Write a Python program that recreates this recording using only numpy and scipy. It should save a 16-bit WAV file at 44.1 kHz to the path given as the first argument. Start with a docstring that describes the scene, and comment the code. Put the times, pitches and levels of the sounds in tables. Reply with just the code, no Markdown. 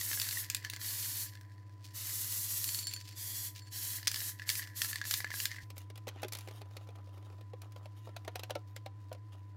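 """Hiss of an aerosol can, sprayed in short bursts at a plastic headlight: gated, coloured noise with echoes.
The mixing ball rolls, sings and knocks in the can: grains and struck modes of steel shell and hollow.
Then the plastic housing is prised and handled: friction noise scrapes, noise bursts and panel modes snap.
An electrical hum of steady, then wavering sines and a noise floor run under everything, in a workshop."""
import sys
import numpy as np
from scipy import signal
from scipy.fft import rfft, irfft, next_fast_len
from scipy.io import wavfile
from scipy.ndimage import uniform_filter1d, map_coordinates

SR = 44100
rng = np.random.default_rng(int(sys.argv[2]) if len(sys.argv) > 2 else 0)


def put_to_file(sound):
    """Save the sound as 16-bit audio at rate SR, in the file named by the first command-line argument."""
    columns = np.atleast_2d(sound).T  # one column per channel
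    safe = np.clip(columns, -1, 1)
    whole_steps = np.round(safe * 32767)
    wavfile.write(sys.argv[1], SR, whole_steps.astype(np.int16))


N = 421596
TIME_S = np.arange(N) / SR
HIT_TIME_S = np.arange(SR // 4) / SR
SPRAY_END_S = 5.63

# Nozzle presses: (opens [s], closes [s], level [dB])
PRESSES = [(-0.2, 0.41, -41.5), (0.781, 1.238, -41.5), (1.928, 2.794, -41.5), (3.147, 3.479, -43.5),
           (3.701, 3.966, -42), (4.107, 4.292, -42), (4.454, 4.588, -42), (4.74, 4.909, -41),
           (5.032, 5.18, -41), (5.313, 5.437, -43)]
# How squarely the jet faces the part: (time [s], echo share [0-1])
FACING = [(1.2, 0.13), (2.1, 0), (2.8, 0.2), (3.2, 0.5), (3.9, 0.3), (4.3, 0.13)]
# Hiss swell as the jet sweeps along the part: (time [s], level [dB])
AIM = [(1.3, 0), (2.03, -2), (2.16, 2), (2.26, -1.5), (2.42, 1.2), (2.5, -1.2), (2.58, 1.5), (2.72, -1.5),
       (3.1, 0)]
# Hiss spectrum: (frequency [Hz], density [dB per Hz])
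HISS_SPECTRUM = [(3000, -22.5), (5500, -3), (7500, 0), (8700, -2), (9600, 0.5), (10400, -0.5), (11400, 4.5),
                 (12600, 2.5), (13600, -2.5), (15000, 3.5), (16000, -18)]
# Lower rush spectrum: (frequency [Hz], density [dB per Hz])
RUSH_SPECTRUM = [(300, -21.5), (600, -19.5), (1000, -11.5), (1450, -9), (1950, -5.5), (2450, -6.5),
                 (3200, -3.5), (4300, 1), (7500, -3.5), (9500, -19)]
VALVE_OPEN_S, VALVE_SHUT_S = 0.043, 0.022
BUILD_DB, BUILD_S = 5, 0.1  # hiss starts this much weaker, builds up
RUSH_DB = -8  # relative to the hiss
DRIBBLE_DB, DRIBBLE_S = -24.5, 0.12  # gas left in the nozzle after closing

# Ball rolling as the hand sweeps the can: (time [s], patter level [dB])
ROLL = [(0.0, -59), (0.45, -58), (0.9, -62), (1.33, -64.5), (1.5, -75.5), (1.8, -79), (2.1, -63),
        (2.6, -81), (2.9, -65), (3.1, -71.5), (3.62, -74.5), (4.2, -55.5), (4.36, -66.5), (4.62, -54.5),
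        (4.73, -62), (5.1, -60.5), (5.6, -56.5), (5.68, -82)]
# Ball swirling round the wall: (start [s], end [s], singing [dB], dry skidding [dB])
SWIRLS = [(0.188, 0.317, -60, -64), (0.838, 1.223, -59, -63.5), (1.822, 1.86, -68, -65),
          (2.64, 2.931, -49.5, -59), (2.967, 3.11, -68, -60.5), (3.533, 3.93, -71, -66.5)]
# Ball striking the can: (time [s], clack [dB], hollow knock [dB])
KNOCKS = [(0.0114, -38.5, -43), (0.114, -41, -41), (0.1308, -38, -41), (0.1746, -48, -43.5),
          (0.1986, -34, -49), (0.2164, -32.5, -47), (0.2881, -37.5, -51), (0.31, -40, -49),
          (0.371, -53, -38), (0.5, -32.5, -46.5), (0.5473, -30.5, -47), (0.567, -44, -58),
          (0.6478, -40.5, -39.5), (0.699, -38, -55), (0.7349, -42.5, -46), (0.7624, -44.5, -51),
          (0.814, -46, -50), (0.8451, -47, -55), (1.4111, -60, -75), (2.642, -33, -62),
          (2.6893, -38.5, -51), (2.746, -39, -60), (2.7885, -47, -68), (2.8697, -38.5, -54),
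          (2.9366, -41, -62), (2.963, -48, -56), (4.0293, -49, -50.5), (4.072, -28, -40), (4.078, -27, -46),
          (4.115, -36.5, -47), (4.143, -36, -48), (4.1594, -37, -47), (4.204, -40, -52),
          (4.3963, -49, -44.5), (4.4188, -53.5, -43), (4.491, -29.5, -40), (4.5, -30.5, -39.5),
          (4.5534, -38, -49), (4.5936, -50, -41.5), (4.62, -50, -48), (4.8178, -30, -37),
          (4.8462, -36.5, -44.5), (4.93, -40, -39), (4.9575, -39, -37.5), (5.0144, -43.5, -35),
          (5.0403, -50, -44.5), (5.053, -44, -46.5), (5.1104, -30, -42), (5.1394, -29.5, -42.5),
          (5.204, -43, -41.5), (5.245, -45, -34.5), (5.266, -61, -43), (5.3042, -46, -44.5),
          (5.3154, -58, -40), (5.3404, -48, -40.5), (5.4014, -36, -47), (5.455, -30.5, -39),
          (5.5148, -45.5, -42.5), (5.545, -62, -49), (5.5845, -65, -44.5)]
# Steel shell modes, rolling damps them further: (frequency [Hz], level [dB], t60 [s])
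SHELL_MODES = [(4422, 0, 0.071), (4490, -12, 0.041), (5140, -13, .04), (7300, -5, 0.11), (8220, -15, .08),
               (9840, -13.5, 0.082)]
# Can hollow modes, rolling damps them further: (frequency [Hz], level [dB], t60 [s])
HOLLOW_MODES = [(1100, -16, 0.022), (1723, 1, 0.041), (1990, 1.5, 0.021)]
# Clack and skid spectrum: (frequency [Hz], density [dB per Hz])
CLACK_SPECTRUM = [(100, -43.5), (400, -37), (1000, -19), (2400, -3.5), (3200, -2), (3800, -2.5),
                  (4600, 2.5), (5500, -1), (6500, -4), (7400, -6), (10000, -9.5), (12500, -10.5),
                  (15000, -8.5), (16500, -16.5)]
SING_DB, SKID_DB = -16.5, -1.5  # shell singing and dry skidding, relative to the patter
SWIRL_RISE_S, SWIRL_FALL_S = 0.039, 0.037
LAP_HZ, LAP_DB = 22, 2.5  # mean lap rate of the ball, throb depth of singing and skidding
KNOCK_BRIGHT_DB, KNOCK_BRIGHT_SLOPE = -3.5, 0.54  # clack treble, its rise per dB of clack over hollow
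KNOCK_RING_DB = -23.5  # shell ring, relative to the clack
GLANCE_RING_DB = 1.5  # extra ring of a blow in a swirl, relative to the singing
TAPS_PER_S = 20
TAP_CLACK_DB, TAP_HOLLOW_DB = 2, 5.5  # mean light tap, relative to the patter

# Hum tones, levels while spraying: (frequency [Hz], level [dB rms])
HUM_TONES = [(100, -51), (186.2, -79), (213.8, -86.5), (288, -75), (303, -78), (313.8, -72), (1000, -69.5)]
# Tones beating with the hum until the spraying is over: (frequency [Hz], level [dB rms])
BEAT_TONES = [(113.8, -61.5), (86.2, -79)]
# Still air spectrum: (frequency [Hz], density [dB per Hz])
FLOOR_SPECTRUM = [(25, -3.5), (60, -1.5), (130, 10), (230, -1.5), (300, 5), (380, 0.5), (480, 1.5),
                  (700, -3.5), (1200, -7), (1700, -11.5), (2600, -14.5), (6000, -23), (15000, -32.5)]

# Hand and tool strokes: (start [s], end [s], scrape before treble [dB], scrape treble [dB], panel rumble [dB])
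RUBS = [(5.753, 5.791, -60, 9, -75), (6.086, 6.235, -63, -14, -66), (6.35, 6.42, -62, 1, -73),
        (6.44, 6.592, -68, 3, -65), (6.652, 7.42, -75, -1.5, -68.5), (7.623, 7.644, -67, -5, -60),
        (7.754, 7.843, -71, -3, -70), (7.959, 8.07, -69, 0.5, -80), (8.132, 8.63, -78, 0, -71),
        (8.66, 8.745, -72.5, 0, -74.5), (9.317, 9.335, -62, -5, -62.5)]
# Panel rumble spectrum: (frequency [Hz], density [dB per Hz])
RUMBLE_SPECTRUM = [(60, -38), (200, -15), (330, -4), (420, -10), (580, -6.5), (850, -2.5), (1200, -7),
                   (2500, -44)]
RUB_RISE_S, RUB_FALL_S = 0.013, 0.031
HOLD_SCRAPE_DB, HOLD_RUMBLE_DB = -83.5, -81.5  # fingers shifting between strokes

# Housing snaps and creaks: (time [s], crack [dB], panel thud [dB])
SNAPS = [(5.7026, -52, -61), (5.7671, -58, -61), (5.78, -50.5, -83), (5.9006, -56.5, -56.5),
         (5.9567, -56.5, -65), (5.976, -54.5, -63), (6.0705, -51, -43.5), (6.08, -46, -53),
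         (6.0875, -47, -55), (6.1583, -66, -53), (6.219, -56, -70), (6.2311, -42, -40),
         (6.2455, -48, -41.5), (6.2828, -51.5, -71), (6.3228, -43.5, -60), (6.333, -43.5, -67),
         (6.3506, -44, -58), (6.3702, -53, -70), (6.3868, -49, -71), (6.408, -55, -72),
         (6.4746, -54, -51.5), (6.4849, -52.5, -54), (6.5097, -56.5, -55.5), (6.616, -55, -52.5),
         (6.7676, -49.5, -55.5), (6.8886, -61, -53.5), (6.957, -62, -60), (7.41, -62.5, -65),
         (7.5336, -61, -46.5), (7.6178, -54.5, -66), (7.721, -62, -78), (7.761, -59, -54),
         (7.8563, -58, -52.5), (8.0732, -64, -50), (8.091, -64, -54), (8.1642, -47.5, -48.5),
         (8.2483, -57.5, -60), (8.278, -45.5, -41.5), (8.356, -42, -44), (8.3939, -47, -51.5),
         (8.4339, -45, -49), (8.4969, -53, -47.5), (8.5055, -42, -39.5), (8.5528, -45, -37),
         (8.5611, -55, -41.5), (8.7629, -47.5, -53), (8.8609, -50.5, -45.5), (9.1158, -61.5, -44),
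         (9.1275, -53, -61), (9.1483, -63, -55.5)]
# Tool working along the seam in small slips, one row: (start [s], end [s], mean crack [dB], mean thud [dB])
SEAM = (6.52, 7.5, -69.5, -63.5)
# Panel pitch as the grip moves: (time [s], pitch factor [1])
GRIP = [(6.2, 0.87), (6.8, 0.96), (7.55, 0.8), (7.8, 1.02), (8.55, 1), (9.1, 1.006)]
# Plastic panel modes, before the grip shifts them: (frequency [Hz], level [dB], t60 [s])
PANEL_MODES = [(305, -5.5, 0.051), (433, -6.5, 0.078), (518, 3.5, 0.036), (599, 5.5, 0.035),
               (729, -3.5, 0.067), (915, -5.5, 0.057), (1360, -13, 0.068)]
# Crack and scuff spectrum: (frequency [Hz], density [dB per Hz])
CRACK_SPECTRUM = [(100, -38), (500, -8), (1000, -3.5), (1350, -2.5), (1750, -4), (2300, 0), (2800, -1.5),
                  (4300, -2.5), (6000, -7), (8000, -13), (12000, -11.5), (16000, -19)]
# Thud filter, small panels radiate little bass: (frequency [Hz], gain [dB])
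THUD_TONE = [(120, -11), (220, -9), (330, -2), (480, -1.5), (1000, 0.5), (3000, -9)]
SLIPS_PER_S = 21
SNAP_BRIGHT_DB, SNAP_BRIGHT_SLOPE = -6, 0.7  # crack treble, its rise per dB of crack over thud
TICK_DB = -5.5  # first sharp edge, relative to the crack at neutral treble


def undb(db):
    """Decibels to gain."""
    return 10 ** (np.asarray(db) / 20)


def curves(table):
    """Columns of a table, interpolated linearly in time."""
    s, *columns = np.transpose(table)
    return [np.interp(TIME_S, s, column) for column in columns]


def level(x, db, span_s=N / SR):
    """Scale x so that its energy, spread over span_s, has this rms level; db may vary in time."""
    return x * undb(db) * np.sqrt(span_s * SR / np.sum(x ** 2))


def colour(x, points, bright_db=0):
    """Minimum-phase filter through (Hz, dB) points, plus a treble shelf of bright_db."""
    size = next_fast_len(len(x))
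    size += size % 2
    f_hz = np.maximum(np.arange(size // 2 + 1) * SR / size, 1)
    hz, db = np.transpose(points)
    shelf_db = bright_db / (1 + (6000 / f_hz) ** 3)
    gain_db = np.interp(np.log(f_hz), np.log(hz), db) + shelf_db
    # fold the cepstrum: causal response
    cepstrum = irfft(np.log(undb(gain_db)))
    cepstrum[1:size // 2] *= 2
    cepstrum[size // 2 + 1:] = 0
    return irfft(rfft(x, size) * np.exp(rfft(cepstrum)))[:len(x)]


def walk(rate_hz):
    """Random values held 1 / rate_hz and slewed twice; unit spread."""
    hold = int(SR / rate_hz)
    held = np.repeat(rng.standard_normal(N // hold + 1), hold)
    slewed = uniform_filter1d(uniform_filter1d(held, hold), hold)[:N]
    return slewed / slewed.std()


def grains(rate, spread_db):
    """Tiny impacts at random moments, rate per second, a few much larger than the rest."""
    sizes = undb(spread_db * np.minimum(rng.exponential(size=N), 4))
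    return (rng.random(N) < rate / SR) * sizes * rng.choice([-1, 1], N)


def fade(t60_s):
    """Exponential decay of one blow, 60 dB in t60_s."""
    return np.exp(-np.log(1000) * HIT_TIME_S / t60_s)


def burst(t60_s, rise_s):
    """Dense contact noise: quick build-up, exponential decay."""
    rise = np.tanh((HIT_TIME_S / rise_s) ** 2)
    return rng.standard_normal(len(HIT_TIME_S)) * fade(t60_s) * rise


def ring(modes, detune, scatter_db):
    """Modes struck once; each point of contact weights and shifts them a little."""
    out = np.zeros(len(HIT_TIME_S))
    for hz, db, t60_s in modes:
        weight, shift, sign = rng.standard_normal(3)
        gain = np.sign(sign) * undb(db + scatter_db * weight)
        phase = 2 * np.pi * hz * (1 + detune * shift) * HIT_TIME_S
        out += gain * fade(t60_s) * np.sin(phase)
    return out


def add(track, s, sound):
    """Mix a sound into the track at time s."""
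    start = max(int(s * SR), 0)
    track[start:start + len(sound)] += sound[:N - start]


def spot(points, ripple_db):
    """Random peaks and dips of one contact spot around a common spectrum."""
    hz, db = np.transpose(points)
    fine_hz = np.geomspace(hz[0], hz[-1], 60)
    common_db = np.interp(np.log(fine_hz), np.log(hz), db)
    return np.c_[fine_hz, common_db + ripple_db * rng.standard_normal(len(fine_hz))]


def delayed(x, lag_s):
    """Read x through a delay that may move."""
    return map_coordinates(x, [(TIME_S - lag_s) * SR], order=3)


def stroke(start_s, end_s, rise_s, fall_s):
    """Smooth attack from start, hold until end, exponential release."""
    rise = np.clip((TIME_S - start_s) / rise_s, 0, 1)
    return np.sin(np.pi / 2 * rise) ** 2 * np.exp(-np.clip((TIME_S - end_s) / fall_s, 0, 20))


def valve():
    """Gas flow through the nozzle over all presses, and the hiss, which builds up during each."""
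    flow, hiss_gain = np.zeros(N), np.zeros(N)
    for opens_s, closes_s, db in PRESSES:
        main = stroke(opens_s, closes_s, VALVE_OPEN_S, VALVE_SHUT_S)
        dribble = undb(DRIBBLE_DB) * stroke(opens_s, closes_s, VALVE_OPEN_S, DRIBBLE_S)
        press = undb(db) * (main + dribble)
        flow += press
        hiss_gain += press * undb(-BUILD_DB * np.exp(-np.maximum(TIME_S - opens_s, 0) / BUILD_S))
    return flow, hiss_gain


def jet():
    """Turbulent gas with spitting droplets; the part reflects it over a changing distance."""
    flow, hiss_gain = valve()
    facing, = curves(FACING)
    aim_db, = curves(AIM)
    droplets = level(grains(rate=1200, spread_db=4.5), -7)
    hiss = colour(rng.standard_normal(N) + droplets, HISS_SPECTRUM)
    rush = colour(rng.standard_normal(N) + droplets, RUSH_SPECTRUM)
    # nearest echo hollows out the lower rush
    near_lag_s = 0.0008 * np.exp(0.045 * walk(3))
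    rush = rush - np.clip(facing, 0, 1) * delayed(rush, near_lag_s)
    hiss = hiss_gain * undb(aim_db) * level(hiss, 0.54 + 0.97 * walk(30))
    rush = flow * level(rush, RUSH_DB)
    direct = (hiss + rush) * undb(1.12 * walk(60))
    # later echoes off hand and housing ripple the spectrum unevenly
    echoes = np.zeros(N)
    for lag_s in (0.0013, 0.0023, 0.0037, 0.0059):
        echoes += delayed(direct, lag_s * np.exp(0.05 * walk(2.5)))
    return direct - 0.24 * echoes


def swirling():
    """Gains of the singing and of the skidding, ball swirling round the wall."""
    return sum(undb([[sing_db], [skid_db]]) * stroke(start_s, end_s, SWIRL_RISE_S, SWIRL_FALL_S)
               for start_s, end_s, sing_db, skid_db in SWIRLS)


def ball_roll():
    """Rolling ball and sloshing paint patter on the hollow; skidding round the wall makes the steel sing."""
    roll_db, = curves(ROLL)
    lap_phase = 2 * np.pi * np.cumsum(LAP_HZ * (1 + 0.3 * walk(15))) / SR  # uneven laps
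    singing, skidding = swirling() * undb(LAP_DB * np.sin(lap_phase))
    cavity = ring(HOLLOW_MODES, detune=0, scatter_db=0) * fade(t60_s=0.02)
    wall = ring(SHELL_MODES, detune=0, scatter_db=0) * fade(t60_s=0.12)
    hollow = signal.fftconvolve(grains(rate=830, spread_db=3.0), cavity)[:N]
    shell = signal.fftconvolve(grains(rate=2200, spread_db=2.5), wall)[:N]
    skid = colour(grains(rate=1800, spread_db=4.5), CLACK_SPECTRUM, bright_db=-1.5)
    # moving paint loads the can and bends its pitch a little
    hollow = delayed(hollow, 0.00031 * walk(50))
    shell = delayed(shell, 0.00005 * walk(110))
    patter = level(hollow, roll_db + 1.5 * walk(40))
    sing = level(shell, 1.5 * walk(35)) * (singing + undb(roll_db + SING_DB))
    skid = level(skid, 5.3 * walk(50)) * (skidding + undb(roll_db + SKID_DB))
    return patter + sing + skid


def light_taps():
    """Chance touches of the ball until the spraying ends, as strong as it rolls; rows like KNOCKS."""
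    chance = rng.random((int(TAPS_PER_S * SPRAY_END_S), 3))
    s = SPRAY_END_S * chance[:, 0]
    roll_db = np.interp(s, *np.transpose(ROLL))
    clack_db = roll_db + TAP_CLACK_DB + 10 * (chance[:, 1] - 0.5)
    hollow_db = roll_db + TAP_HOLLOW_DB + 10 * (chance[:, 2] - 0.5)
    return np.c_[s, clack_db, hollow_db]


def ball_knocks():
    """Blows: hard clack, short hollow knock, thin steel ring; blows cushioned by paint are duller."""
    out = np.zeros(N)
    singing = swirling()[0]
    for s, clack_db, hollow_db in [*KNOCKS, *light_taps()]:
        bright_db = KNOCK_BRIGHT_DB + KNOCK_BRIGHT_SLOPE * (clack_db - hollow_db)
        contact = burst(t60_s=0.015, rise_s=0.0005) + undb(-19.5) * burst(t60_s=0.16, rise_s=0.0012)
        clack = colour(contact, spot(CLACK_SPECTRUM, ripple_db=3.0), bright_db)
        hollow = ring(HOLLOW_MODES, detune=0.04, scatter_db=3.0)
        shell = ring(SHELL_MODES, detune=0.008, scatter_db=5)
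        ring_gain = undb(clack_db + KNOCK_RING_DB) + undb(GLANCE_RING_DB) * singing[int(s * SR)]
        add(out, s - 0.0003, level(clack, clack_db, span_s=0.0088))
        add(out, s, level(hollow, hollow_db, span_s=0.0077))
        add(out, s, ring_gain * level(shell, 0, span_s=0.058))
    return out


def hum():
    """Sines that throb evenly during the spraying; then they skip, grow a little louder and waver."""
    late = np.clip((TIME_S - SPRAY_END_S) / 0.0029, 0, 1)
    waver = np.tanh(walk(20))
    out = np.zeros(N)
    for hz, db in HUM_TONES:
        drift_hz = late * (1.225 + 4.8 * (hz / 100) ** 0.355 * waver)
        swell_db = late * 2.35 * (100 / hz)
        phase = 2 * np.pi * np.cumsum(hz + drift_hz) / SR - 3.3 * late  # skip [rad]
        out += undb(db + swell_db) * np.sin(phase)
    for hz, db in BEAT_TONES:
        out += (1 - late) * undb(db) * np.sin(2 * np.pi * hz * TIME_S)
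    return np.sqrt(2) * out  # rms to peak


def still_air():
    """Broadband noise floor, slightly unsteady."""
    return level(colour(rng.standard_normal(N), FLOOR_SPECTRUM), -69 + 0.5 * walk(12))


def housing_rub():
    """Fingers and tool slide from spot to spot, each scuffing in its own fits; the panels rumble with it."""
    scrape_gain, rumble_gain = undb(HOLD_SCRAPE_DB), undb(HOLD_RUMBLE_DB)
    treble_db = np.zeros(N)
    for start_s, end_s, scrape_db, bright_db, rumble_db in RUBS:
        push = stroke(start_s, end_s, RUB_RISE_S, RUB_FALL_S)
        treble_db += bright_db * push
        scrape_gain = np.maximum(scrape_gain, undb(scrape_db) * push)
        rumble_gain = np.maximum(rumble_gain, undb(rumble_db) * push)
    scuffs = np.zeros(N)
    for _ in range(5):  # contact spots
        friction = rng.standard_normal(N) + level(grains(rate=180, spread_db=4), 1)
        scuff = colour(friction, spot(CRACK_SPECTRUM, ripple_db=6.5), bright_db=2.5)
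        scuffs += scuff * undb(13.0 * np.tanh(walk(30)))
    scuffs = level(scuffs, 2.7 * walk(40))
    high_pass = signal.butter(2, 5000, "highpass", fs=SR, output="sos")
    treble = signal.sosfiltfilt(high_pass, scuffs)
    scuffs = scuffs + (undb(treble_db) - 1) * treble
    slips = signal.fftconvolve(grains(rate=150, spread_db=3.5), burst(t60_s=0.012, rise_s=0.0005))[:N]
    rumble = colour(level(slips, 0) + level(rng.standard_normal(N), -6.5), RUMBLE_SPECTRUM)
    rumble = level(rumble, 2.3 * walk(45))
    handling = np.clip((TIME_S - SPRAY_END_S) / 0.1, 0, 1) ** 2
    return handling * (scrape_gain * scuffs + rumble_gain * rumble)


def seam_slips():
    """The tool sticks and slips at a loose pace; rows like SNAPS."""
    start_s, end_s, crack_db, thud_db = SEAM
    chance = rng.standard_normal((int((end_s - start_s) * SLIPS_PER_S), 3))
    s = start_s + (np.arange(len(chance)) + 0.19 * chance[:, 0]) / SLIPS_PER_S
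    return np.c_[s, crack_db + 3 * chance[:, 1], thud_db + 2 * chance[:, 2]]


def housing_snaps():
    """Plastic creeps, then lets go: crack, scuff, and slips that shake the panels; heavy ones are duller."""
    out = np.zeros(N)
    for s, crack_db, thud_db in [*SNAPS, *seam_slips()]:
        bright_db = SNAP_BRIGHT_DB + SNAP_BRIGHT_SLOPE * (crack_db - thud_db)
        tone = spot(CRACK_SPECTRUM, ripple_db=2.0)
        crack = colour(burst(t60_s=0.023, rise_s=0.0015), tone, bright_db + 4.5)
        scuff = colour(burst(t60_s=0.051, rise_s=0.012), tone, bright_db - 6.0)
        tick = burst(t60_s=0.004, rise_s=0.00023)
        pitch = np.interp(s, *np.transpose(GRIP))
        modes = [(hz * pitch, db, t60_s) for hz, db, t60_s in PANEL_MODES]
        panel = ring(modes, detune=0.046, scatter_db=2.5)
        thud = colour(signal.fftconvolve(panel, burst(t60_s=0.02, rise_s=0.00063)), THUD_TONE)
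        add(out, s - 0.0004, level(crack, crack_db, span_s=0.0088))
        add(out, s, level(tick, crack_db + TICK_DB + bright_db / 2, span_s=0.005))
        add(out, s - 0.006, level(scuff, crack_db - 5.5, span_s=0.0095))
        add(out, s - 0.001, level(thud, thud_db, span_s=0.014))
    return out


def workshop(x, wet_db, t60_s):
    """Dull, scattered reflections from floor, shelves and boxes: a decaying noise tail."""
    t = np.arange(SR // 2) / SR
    tail = rng.standard_normal(len(t)) * np.exp(-np.log(1000) * t / t60_s) * (t > 0.004)
    tail = tail / np.sqrt(np.sum(tail ** 2))
    tail = colour(tail, [(200, -5.5), (2000, 0), (6000, -1), (15000, -29)])  # (Hz, dB)
    return x + undb(wet_db) * signal.fftconvolve(x, tail)[:N]


def scene():
    """Can and housing in the room, over hum and still air; both channels alike."""
    near = jet() + ball_roll() + ball_knocks() + housing_rub() + housing_snaps()
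    mono = workshop(near, wet_db=-19.5, t60_s=0.19) + hum() + still_air()
    return np.array([mono, mono])


def record(dry):
    """Thin the lowest bass below 45 Hz, cut the top above 16 kHz."""
    bass_cut = signal.butter(2, 45, "highpass", fs=SR, output="sos")
    top_cut = signal.ellip(10, 0.2, 70, 16000, fs=SR, output="sos")
    return signal.sosfilt(top_cut, signal.sosfilt(bass_cut, dry))


dry = scene()
out = record(dry)
put_to_file(out)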